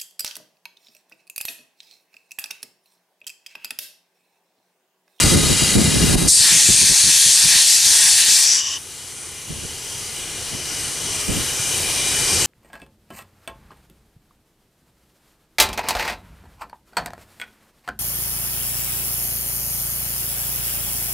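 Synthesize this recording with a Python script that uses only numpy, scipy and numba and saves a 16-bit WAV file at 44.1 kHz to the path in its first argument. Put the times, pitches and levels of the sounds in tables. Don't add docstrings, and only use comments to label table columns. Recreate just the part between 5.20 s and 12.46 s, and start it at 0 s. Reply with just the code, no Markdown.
import sys
import numpy as np
from scipy import signal
from scipy.fft import rfft, irfft
from scipy.io import wavfile
from scipy.ndimage import uniform_filter1d
from numba import njit

SR = 44100
rng = np.random.default_rng(int(sys.argv[2]) if len(sys.argv) > 2 else 0)


def wav_out(sig):
    wavfile.write(sys.argv[1], SR, np.round(np.clip(np.atleast_2d(sig).T, -1, 1) * 32767).astype(np.int16))


N = 320166

# (frequency [Hz], side minus mid [dB])
STEAM_SIDE = [(80, -52), (500, -16), (1200, -9), (1800, -14.5), (2700, -12.5), (3900, -16.5), (5500, -13),
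              (7500, -11.5), (9000, -15.5), (10500, -24), (12000, -31)]
# (time [s], opening [0-1])
VALVE_CLOSING = [(3.17, 1), (3.29, .42), (3.385, 0.18), (3.42, .054), (3.545, .04), (3.585, 0)]
OPENS_S, POP_S = 1.074, 0.028


def undb(db):
    return 10 ** (np.asarray(db) / 20)


def since(s):
    return np.maximum(np.arange(N) / SR - s, 0)


def ramp(s, length):
    return np.minimum(since(s) / length, 1)


def curve(table):
    times, values = np.transpose(table)
    return np.interp(np.arange(N) / SR, times, values)


def bins():
    return np.maximum(np.arange(N // 2 + 1) * SR / N, 1)


def colour(points):
    hz, db = np.transpose(points)
    return np.interp(np.log(bins()), np.log(hz), db)


def bell(hz, width):
    return 1 / (1 + (2 * (bins() - hz) / width) ** 2)


def turbulence(db, side=STEAM_SIDE):
    mid, apart = rfft(rng.standard_normal((2, N))) * undb(db) * np.sqrt(SR / 2)
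    apart = apart * undb(colour(side))
    return irfft(np.array([mid + apart, mid - apart]), N)


def unit(x):
    return x / np.std(x.mean(axis=0))


def walk(rate):
    k = int(SR / rate)
    held = np.repeat(rng.standard_normal(N // k + 2), k)
    smooth = uniform_filter1d(uniform_filter1d(held, k), k)
    return np.sqrt(2) * smooth[k // 2:k // 2 + N]


def waver(x, depth_db, rate, count=22):
    band_position = np.interp(np.log(bins()), np.log([700, 13000]), [0, count - 1])
    spectrum = rfft(x)
    out = 0
    for k in range(count):
        share = np.maximum(1 - abs(band_position - k), 0)
        out = out + irfft(spectrum * share, N) * undb(depth_db * walk(rate))
    return out


def opening():
    return ramp(OPENS_S, POP_S) * np.clip(curve(VALVE_CLOSING), 0, 1)


def leak():
    # (frequency [Hz], relative level per Hz [dB])
    leak_colour = [(200, -68.5), (900, -60.5), (1400, -62), (2200, -60.5), (3500, -61), (4500, -56),
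                   (7000, -55.5), (9800, -54), (11000, -61.5), (12500, -66.5), (14000, -72), (16000, -85)]
    # (frequency [Hz], width [Hz], lift in the first, second and third voice [dB each])
    pipes = [(1248, 45, 9.5, 3, -1), (1436, 17, 9.5, 9.5, 4), (1655, 81, 6, 2, 0), (2033, 170, 10, 4, 3),
             (2395, 62, 11.5, 7.5, 14.5), (2510, 64, 6, 2.5, 6), (2826, 62, 13, 11, 10),
             (2983, 78, 4, 10.5, 12), (3206, 276, 7, 6.5, 5.5), (3540, 45, 3, 3, 4), (3880, 120, 13, 4, 8),
             (4310, 69, 10.5, 1, 2), (4570, 40, 6, -1, 3), (4750, 45, 13, -3, 5), (5160, 110, 7, 1, 1),
             (5920, 300, 2, 5, 1.5), (6296, 33, 6, 7, 9), (6875, 72, 9, -2, -3), (7800, 180, 7, 1.5, 2),
             (8750, 130, 6, 2, 5), (9550, 430, 3.5, 2.0, -1.5), (10270, 360, 5.5, -0.5, -3)]
    # (time [s], voice [0 first, 1 second, 2 third, blended in between])
    voice_path = [(1, .05), (1.6, 0.99), (6.02, 1.15), (6.85, 1.97)]
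    leak_db, sag_db = 3, -5
    voice = np.clip(curve(voice_path), 0, 2)
    lifts = sum(np.outer(lift, bell(hz, width)) for hz, width, *lift in pipes)
    steam = 0
    for k, lift in enumerate(lifts):
        blend = np.sqrt(np.maximum(1 - abs(voice - k), 0))
        steam = steam + turbulence(colour(leak_colour) + lift) * blend
    sputter = undb(0.42 * walk(20) + 0.37 * walk(250))
    return waver(steam, depth_db=1.31, rate=8) * sputter * undb(leak_db + sag_db * opening())


def fire():
    # (frequency [Hz], relative level per Hz [dB])
    fire_colour = [(25, -47.5), (55, -54), (86, -43), (105, -48.5), (135, -45.5), (190, -55.5), (300, -54),
                   (415, -50), (520, -55.5), (650, -64.5), (820, -59.5), (1200, -76), (3000, -95)]
    return turbulence(colour(fire_colour)) * undb(-0.4 + 1.0 * walk(14))


def wind():
    # (start time [s], relative level [dB], time from start to release [s])
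    gusts = [(0.039, -12, 0.29), (.118, -8.5, .06), (.417, -9.5, 0.014), (0.549, -1.5, 0.036),
             (.6, -5.5, 0.081), (.71, -9, .355), (0.952, 12, .0065), (1.308, -6, .06), (1.483, 1.5, .028),
             (1.606, -6, .025), (1.686, 1.5, 0.019), (1.83, -10, .07), (2.048, -7.5, 0.022),
             (2.233, -9, 0.031), (2.322, -11, .025), (2.655, -14, .05), (3.078, -14, .035),
             (4.276, -12.5, .05), (4.352, -15.5, .1), (5.314, -14, .035), (6.08, -9, .045),
             (6.142, -14, .07)]
    # (frequency [Hz], relative level [dB])
    wind_colour = [(20, -7), (65, 0.5), (150, 2), (250, -4), (400, -10.5), (600, -19), (1000, -29),
                   (3000, -70)]
    # (frequency [Hz], side minus mid [dB])
    wind_side = [(30, -7), (100, -7.5), (200, -2), (350, .5), (1000, 3.5)]
    attack_s, longest_release_s = 0.007, 0.021
    breeze_db, calm_db, fitful_db = -21, -37, 3
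    sinks_from_s, sink_db_per_s = 1.7, 9
    level_db = np.maximum(breeze_db - sink_db_per_s * since(sinks_from_s), calm_db)
    power = undb(level_db + fitful_db * walk(12)) ** 2
    for s, db, hold in gusts:
        release = min(hold, longest_release_s)
        gust = undb(db) * ramp(s, attack_s) * np.exp(-since(s + hold) / release)
        power = power + gust ** 2
    eddies = undb(2.5 * walk(110) - 1.8)
    push = 0.31 * power
    return unit(turbulence(colour(wind_colour), wind_side)) * eddies * np.sqrt(power) + push


def blow_off():
    # (frequency [Hz], relative level [dB])
    hiss_colour = [(800, -41), (2000, -23), (3000, -13.5), (4300, -2.5), (5500, -1.5), (7000, -1),
                   (8500, 1), (9900, 0.5), (11000, -9.5), (12500, -14), (14000, -21), (16000, -79)]
    # (frequency [Hz], relative level [dB])
    roar_colour = [(200, -14), (500, -16.5), (850, -6), (1300, -7), (1700, 1), (2500, 2.5), (3500, 3),
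                   (6000, -25.5)]
    # (frequency [Hz], width [Hz], lift [dB])
    outlet_modes = [(1650, 399, 2), (1883, 78, 3.5), (2360, 71, 6.5), (2610, 140, 4.5), (3363, 550, 3.5),
                    (3680, 106, 4), (3995, 70, 7), (4380, 178, 5.5), (4692, 80, 5.5), (5300, 110, 4.5),
                    (5850, 510, 3), (6510, 180, 4), (7500, 180, 4), (8600, 63, 1.5)]
    # (time [s], lift [dB])
    surges = [(1.29, 4), (2.35, 3.5), (2.82, 3.5)]
    surge_s, plume_s = 0.11, 0.24
    hiss_db, roar_db, swell_db_per_s = 9.3, -3.5, 2.1
    echo_s, echo_gain = 0.001087, 0.31

    flow = opening()
    grown = ramp(OPENS_S, plume_s)
    surge_db = sum(db * np.exp(-((since(0) - s) / surge_s) ** 2) for s, db in surges)
    plume = grown * flow ** 0.6 * undb(surge_db + 0.7 * walk(6.88))
    outlet = sum(lift * bell(hz, width) for hz, width, lift in outlet_modes)

    hiss = unit(turbulence(colour(hiss_colour) + outlet)) * undb(hiss_db) * flow
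    missing_band = irfft(rfft(hiss) * bell(2750, 1600), N)
    hiss = hiss - (1 - grown) * missing_band
    roar = unit(turbulence(colour(roar_colour) + outlet)) * undb(roar_db) * plume
    swell = undb(swell_db_per_s * since(OPENS_S))

    delay = np.exp(-2j * np.pi * bins() * echo_s)
    ground = 1 + echo_gain * delay * bell(0, 3100)
    jet = irfft(rfft((hiss + roar) * swell) * ground, N)
    flicker = undb(0.79 * walk(39.65) + 0.5 * walk(300))
    return waver(jet, depth_db=1.47, rate=14) * flicker


def valve_seat():
    # (frequency [Hz], width before broadening [Hz], relative level [dB])
    upper_modes = [(4730, 350, -6), (5370, 340, 0), (5900, 460, 2), (6700, 450, -5.5), (7620, 280, -3.5)]
    # (frequency [Hz], width before broadening [Hz], relative level [dB])
    lower_modes = [(1080, 170, -9), (1850, 170, -11), (2970, 240, 3), (3620, 440, -9.5)]
    gap = np.clip(curve(VALVE_CLOSING), 0, 1)

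    def ring(modes, db, flow_power, squeeze_power):
        power = sum(undb(level) ** 2 * bell(hz, 1.3 * width) ** 2 for hz, width, level in modes)
        noise = unit(turbulence(10 * np.log10(power)))
        return noise * undb(db) * gap ** flow_power * (1 - gap) ** squeeze_power

    upper = ring(upper_modes, db=23.3, flow_power=0.85, squeeze_power=1.2)
    lower = ring(lower_modes, db=6, flow_power=0.35, squeeze_power=4)
    return (upper + lower) * undb(0.34 * walk(60))


def whistle():
    pitch_hz, width_hz, level_db = 2988, 34, -30.5
    starts_s, attack_s = 4.75, 0.3
    tone = unit(turbulence(30 * np.log10(bell(pitch_hz, 2 * width_hz))))
    return tone * undb(level_db) * ramp(starts_s, attack_s)


def place(x, left_db):
    return irfft(rfft(x) * undb(np.outer([0.5, -0.5], colour(left_db))), N)


def scene():
    # (frequency [Hz], left minus right [dB])
    engine_left = [(300, .3), (1200, 2.2), (2600, 1.7), (3800, .3), (6400, 3.4), (7600, 2.8), (8800, .9),
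                   (10200, 0)]
    steam = leak() + blow_off() + valve_seat() + whistle()
    return place(steam, engine_left) + fire() + wind()


@njit
def follow(excess, attack_s, release_db_per_s, start_db):
    out, held = np.empty(len(excess)), start_db
    for i in range(len(excess)):
        if excess[i] > held:
            held += (excess[i] - held) / (attack_s * SR)
        else:
            held = max(held - release_db_per_s / SR, 0.)
        out[i] = held
    return out


def record(dry):
    power = uniform_filter1d(np.mean(dry ** 2, axis=0), size=300)
    heard_db = 10 * np.log10(np.maximum(power, 1e-12))
    slow = follow(0.92 * (heard_db + 14.0), attack_s=0.073, release_db_per_s=4.85, start_db=3.5)
    quick = follow(heard_db + 11.7, attack_s=0.002, release_db_per_s=420., start_db=0.)
    out = np.clip(dry * undb(-np.maximum(slow, quick)), -0.9, 0.9)
    rumble_cut = signal.butter(3, 28, "high", fs=SR, output="sos")
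    top_cut = signal.ellip(10, 0.2, 80, 15400, fs=SR, output="sos")
    return signal.sosfilt(top_cut, signal.sosfilt(rumble_cut, out))


dry = scene()
out = record(dry)
wav_out(out)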